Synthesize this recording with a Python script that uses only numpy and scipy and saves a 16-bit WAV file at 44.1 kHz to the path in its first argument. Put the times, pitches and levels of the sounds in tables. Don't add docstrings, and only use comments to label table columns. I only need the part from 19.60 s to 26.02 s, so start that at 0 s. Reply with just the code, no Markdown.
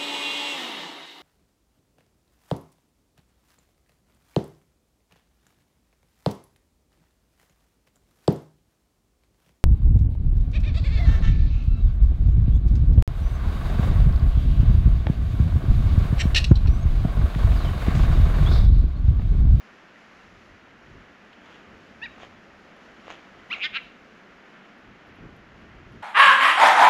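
import sys
import numpy as np
from scipy import signal
from scipy.fft import rfft, irfft
from scipy.io import wavfile
from scipy.ndimage import uniform_filter1d

SR = 44100
rng = np.random.default_rng(int(sys.argv[2]) if len(sys.argv) > 2 else 0)


def int16_out(signal):
    q = np.round(np.clip(np.atleast_2d(signal).T, -1, 1) * 32767)
    wavfile.write(sys.argv[1], SR, q.astype(np.int16))


N = 283324
TIME = np.arange(N) / SR
CUTOFF_HZ = 13350


def from_db(db):
    return 10 ** (np.asarray(db) / 20)


def rms_one(x):
    return x / np.sqrt(np.mean(x ** 2) + 1e-20)


def in_time(rows, t=TIME):
    s, *columns = np.transpose(sorted(tuple(row) for row in rows))
    return [np.interp(t, s, column) for column in columns]


def wander(per_s):
    return rms_one(np.interp(TIME * per_s, np.arange(1000), rng.standard_normal(1000)))


def swell(s, half_s):
    return np.exp(-((TIME - s) / half_s) ** 2)


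def low_pass(x, cut_hz):
    return signal.sosfilt(signal.butter(10, cut_hz, fs=SR, output="sos"), x)


def coloured(x, spectrum):
    hz, db = np.transpose(spectrum)
    bins = np.maximum(np.fft.rfftfreq(N, 1 / SR), 1)
    gain = from_db(np.interp(np.log(bins), np.log(hz), db))
    return rms_one(irfft(rfft(x) * gain, N))


def ring(clicks, hz, width_hz):
    r, w = np.exp(-np.pi * width_hz / SR), 2 * np.pi * hz / SR
    section = [1, 0, -1, 1, -2 * r * np.cos(w), r * r]
    return signal.sosfilt([section, section], clicks + 1e-18) * (1 - r) * np.e / 2


def fracture(s, splinter, decay_s):
    age = np.arange(SR // 20) / SR
    spray = splinter * rng.standard_normal(len(age)) * np.exp(-age / decay_s)
    spray[0] = 1
    return np.pad(spray, (round(s * SR), N))[:N]


def wind():
    # centre in seconds, half length in seconds, peak in dB.
    gusts = [(0.644, 0.09, -58), (.9, 0.065, -53), (1.348, 0.087, -51), (1.883, 0.075, -60),
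             (2.135, 0.055, -50), (2.55, 0.37, -60), (3.82, 0.1, -61), (4.13, 0.022, -55.5),
             (4.25, 0.06, -60), (5.32, 0.074, -55.5), (5.663, 0.16, -50.5), (5.978, 0.085, -48),
             (6.306, 0.15, -49)]
    # time in seconds, level in dB before a 3.5 dB lift.
    breeze = [(0.0, -80), (0.37, -76), (0.77, -61.5), (1.84, -74.5), (2.05, -70.5), (4.54, -71),
              (4.92, -81), (5.69, -61.5), (6.42, -61)]
    # time in seconds, level in dB.
    rush_level = [(0.0, -57), (1.81, -56), (1.98, -53), (5.29, -55), (5.69, -53.5), (6.22, -56.5),
                  (6.42, -56.5)]
    # time in seconds, level in dB before a 2.5 dB lift.
    hiss_level = [(0.0, -68.5), (0.66, -67.5), (0.99, -71), (2.4, -70), (2.51, -68.5), (2.88, -71),
                  (3.35, -68.5), (4.5, -71), (5.13, -72.5), (6.42, -72)]
    # frequency in Hz, relative density in dB per Hz.
    rumble = [(15, -27), (35, -2), (70, -2), (110, -2.5), (180, -7), (400, -12), (1000, -67)]
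    rush = [(30, -19.5), (100, -28), (145, -7.5), (195, 1.5), (300, -2.5), (430, -6), (700, -7.5),
            (950, -18.5), (1600, -55)]
    forest = [(300, -13.5), (700, -4), (1000, -2.5), (1350, 1), (1850, -0.5), (2400, -5), (3000, -8),
              (4000, -20.5), (6000, -28.5), (9000, -49.5)]
    hiss = [(2000, -1), (4000, 3), (5200, 1), (7000, -3), (8000, -13), (10000, -10.5), (11500, -16),
            (12400, -21), (13300, -31)]

    (breeze_db,), (rush_db,), (hiss_db,) = in_time(breeze), in_time(rush_level), in_time(hiss_level)
    gust_power = sum((from_db(db) * swell(s, half_s)) ** 2 for s, half_s, db in gusts)
    power = from_db(breeze_db + 3.5) ** 2 + gust_power
    gust_db = 10 * np.log10(power) + 2.6 * wander(per_s=14)
    forest_db = -53.5 + 0.57 * wander(per_s=5)
    hiss_db = hiss_db + 2.5 + 0.76 * wander(per_s=12)
    layers = [(gust_db, rumble), (rush_db, rush), (forest_db, forest), (hiss_db, hiss)]
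    return sum(from_db(db) * coloured(rng.standard_normal(N), spectrum) for db, spectrum in layers)


def ticks():
    # start in seconds, peak in dB, pitch in Hz, resonance width in Hz.
    tick_rows = [(0.357, -47, 1920, 192), (1.730, -44, 2820, 1116), (1.942, -47, 3000, 1000),
                 (3.165, -67, 10300, 1800), (3.890, -68, 10800, 1790), (4.231, -65, 10800, 2480),
                 (5.18, -70, 10800, 1800), (5.470, -69, 11500, 2000), (5.555, -66, 10800, 1500),
                 (5.764, -60, 10400, 5000), (6.322, -67, 10700, 1500)]
    return sum(from_db(db) * ring(fracture(s, splinter=0.1, decay_s=0.011), hz, width_hz)
               for s, db, hz, width_hz in tick_rows)


def packing():
    # centre in seconds, half length in seconds, level in dB.
    steps = [(1.928, 0.11, -56.5), (2.628, 0.025, -48), (3.513, .032, -45.5), (3.984, 0.069, -49)]
    settle_s, settle_db = 0.19, -10.5
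    settle_gain = from_db(settle_db)
    return sum(from_db(db) * (swell(s, half_s) + settle_gain * swell(s, settle_s))
               for s, half_s, db in steps)


def snow(splinter, grains_per_s, spread_db):
    # start in seconds, peak in dB, treble in dB relative to the peak.
    crunches = [(2.582, -35, -14), (2.6011, -33.5, -16), (2.61, -45, -1), (2.6235, -35, -17),
                (2.6324, -35, -9), (2.649, -44, 2), (2.669, -42, -16), (3.4805, -29, -21), (3.503, -29, 0),
                (3.513, -35.5, 2), (3.5224, -38, 5), (3.533, -54, -7)]
    # centre in Hz, width in Hz, relative level in dB.
    crust_low = [(500, 740, 0), (1010, 340, -21)]
    crust_high = [(1900, 390, -13), (3200, 440, -12), (6460, 710, -16.5)]
    # frequency in Hz, relative density in dB per Hz.
    grain_spectrum = [(200, -10), (400, -1), (900, -1.5), (1500, -2), (3300, -4.5), (4200, -18),
                      (5500, -23), (6800, -19.5), (7800, -34), (11000, -38.5), (13000, -51)]

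    low, high = np.zeros((2, N))
    for s, db, treble_db in crunches:
        snap = from_db(db) * fracture(s, splinter, decay_s=0.0018)
        low += snap
        high += from_db(treble_db) * snap
    snaps = sum(from_db(db) * ring(push, hz, width_hz)
                for push, modes in ((low, crust_low), (high, crust_high))
                for hz, width_hz, db in modes)
    sizes = from_db(spread_db * np.minimum(rng.exponential(1, N), 4))
    slips = rng.random(N) < grains_per_s / SR
    grains = slips * rng.choice([-1, 1], N) * sizes
    return low_pass(snaps, cut_hz=8400) + packing() * coloured(grains, grain_spectrum)


def marsh(x, near_db, near_t60, far_db, far_t60):
    age = TIME[:SR]
    fade = from_db(near_db - 60 * age / near_t60) + from_db(far_db - 60 * age / far_t60)
    onset = 1 - np.exp(-age / 0.0032)
    scatter = rng.standard_normal(SR) * fade * onset
    return signal.fftconvolve(x, scatter)[:N]


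def resonance(hz, centre_hz, width_hz):
    return (1 + ((hz ** 2 - centre_hz ** 2) / (hz * width_hz)) ** 2 / 2) ** -2


def call(rows, lower_width_hz, upper_hz, upper_width_hz, upper_db, treble_db, fundamental_db,
         jitter, rasp, closing_hz=0):
    # centre in Hz, width in Hz, level in dB;
    # all but the first also get the call's treble_db.
    fixed_resonances = [(1500, 600, -6), (4900, 600, -15), (6750, 650, -28)]
    closing_s, closed_s = 0.036, 0.016

    inside = (TIME >= rows[0][0]) & (TIME <= rows[-1][0])
    t = TIME[inside]
    rate, level_db, lower_hz, open_db = in_time(rows, t)
    upper_hz = upper_hz - closing_hz * np.interp(t[-1] - t, [closed_s, closing_s], [1, 0])
    waver, flutter, tremor = (rms_one(uniform_filter1d(rng.standard_normal(len(t)), size=60))
                              for _ in range(3))
    phase = 2 * np.pi * np.cumsum(rate * (1 + jitter * waver)) / SR
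    orders = np.arange(1, int(CUTOFF_HZ / rate.max()) + 1)[:, None]
    hz = orders * rate
    low, *high = (from_db(db) * resonance(hz, centre_hz, width_hz)
                  for centre_hz, width_hz, db in fixed_resonances)
    upper = from_db(upper_db) * resonance(hz, upper_hz, upper_width_hz)
    mouth = low + upper + from_db(treble_db) * sum(high)
    gain = resonance(hz, lower_hz, lower_width_hz) + from_db(open_db + 3.5 * tremor) * mouth
    gain[0] += from_db(fundamental_db)
    mirrored = np.vstack([gain, gain[::-1]])
    lag = signal.hilbert(np.log(mirrored + 1e-3), axis=0).imag[:len(gain)]
    harmonics = (gain * np.cos(orders * phase - lag)).sum(axis=0)
    voice = harmonics / np.sqrt((gain ** 2).sum(axis=0) / 2)
    out = np.zeros(N)
    out[inside] = voice * from_db(level_db) * (1 + rasp * flutter) * signal.windows.tukey(len(t), 0.06)
    return out


def voice_breaks():
    breaks = [3.9282, 3.9352]
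    catch_s, catch_db, kick_s, kick_db = 0.0012, -13.5, 0.003, 9.5
    change_db = 0
    for s in breaks:
        catch = catch_db * swell(s - catch_s, catch_s)
        kick = kick_db * (TIME > s) * np.exp(-abs(TIME - s) / kick_s)
        change_db = change_db + catch + kick
    return from_db(change_db)


def otter():
    # time in seconds, pulse rate in Hz, level in dB,
    # lower throat resonance in Hz, mouth opening in dB.
    chirp_rows = [(2.415, 818, -45, 1990, -9), (2.431, 906, -31.5, 2260, -22), (2.443, 961, -35, 2150, 3),
                  (2.452, 947, -38, 2160, -6), (2.461, 802, -35, 2130, -11), (2.467, 740, -42, 2200, -6),
                  (2.475, 700, -65, 2200, -12)]
    squeal_rows = [(3.900, 938, -47, 2300, -8), (3.909, 1022, -33, 2310, -4), (3.916, 1206, -29, 2450, -12),
                   (3.925, 1415, -28, 2700, -11), (3.936, 1410, -33.5, 2720, -12.5),
                   (3.944, 1110, -34, 2400, -8), (3.955, 1000, -40, 2200, 0)]
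    creak_rows = [(3.925, 148, -44, 2830, -12), (3.932, 150.7, -36, 2850, -13),
                  (3.950, 237.5, -40, 2420, -8), (3.966, 227.6, -40.5, 2300, -13),
                  (3.990, 219, -54, 2250, -17)]
    long_rows = [(3.9885, 176.8, -50, 2440, -33), (4.004, 185, -37, 2430, -36),
                 (4.022, 246, -29, 2540, -28), (4.030, 261.6, -27.5, 2770, -14),
                 (4.041, 296.8, -25.5, 2150, -3.5), (4.054, 303, -25, 2140, -4.5),
                 (4.066, 311, -28.5, 2030, -3.5), (4.073, 293, -37, 2020, -15.5),
                 (4.083, 254, -45, 2040, -14)]
    short_rows = [(4.1218, 205, -52, 2300, -13.5), (4.138, 223.4, -39, 2500, -3),
                  (4.149, 251.5, -30, 2570, -3), (4.162, 271.4, -26.5, 2700, 0),
                  (4.171, 273.7, -25, 2650, 1), (4.179, 219, -33, 2330, -8), (4.186, 257, -34, 2160, -17),
                  (4.199, 245, -52, 2100, -6)]

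    chirp = call(chirp_rows, lower_width_hz=780, upper_hz=3770, upper_width_hz=400, upper_db=-7,
                 treble_db=-4, fundamental_db=-24, jitter=0.0023, rasp=0.04)
    squeal = call(squeal_rows, lower_width_hz=1030, upper_hz=3580, upper_width_hz=800, upper_db=-13,
                  treble_db=-8, fundamental_db=-16, jitter=0.014, rasp=0.1)
    creak = call(creak_rows, lower_width_hz=330, upper_hz=3910, upper_width_hz=280, upper_db=-1,
                 treble_db=-6, fundamental_db=-46, jitter=0.05, rasp=0.17)
    long_chuckle = call(long_rows, lower_width_hz=670, upper_hz=3500, upper_width_hz=850, upper_db=2.5,
                        treble_db=2, fundamental_db=-40, jitter=0.0067, rasp=0.054, closing_hz=450)
    short_chuckle = call(short_rows, lower_width_hz=880, upper_hz=3870, upper_width_hz=560, upper_db=-12,
                         treble_db=-18, fundamental_db=-42, jitter=0.0084, rasp=0.03)
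    calls = chirp + squeal * voice_breaks() + creak + long_chuckle + short_chuckle
    return low_pass(calls, cut_hz=6700)


def scene():
    background = wind() + ticks()
    footsteps = snow(splinter=0.08, grains_per_s=1800, spread_db=3)
    voice = otter()
    echoes = marsh(voice, near_db=-47.5, near_t60=0.4, far_db=-59, far_t60=0.98)
    return (background + footsteps + voice + echoes)[None]


def record(dry):
    notch = signal.iirnotch(9200, 6, fs=SR)
    heard = signal.lfilter(*notch, signal.lfilter(*notch, dry))
    top_cut = signal.ellip(10, 0.1, 80, CUTOFF_HZ, fs=SR, output="sos")
    return signal.sosfilt(top_cut, heard)


dry = scene()
out = record(dry)
int16_out(out)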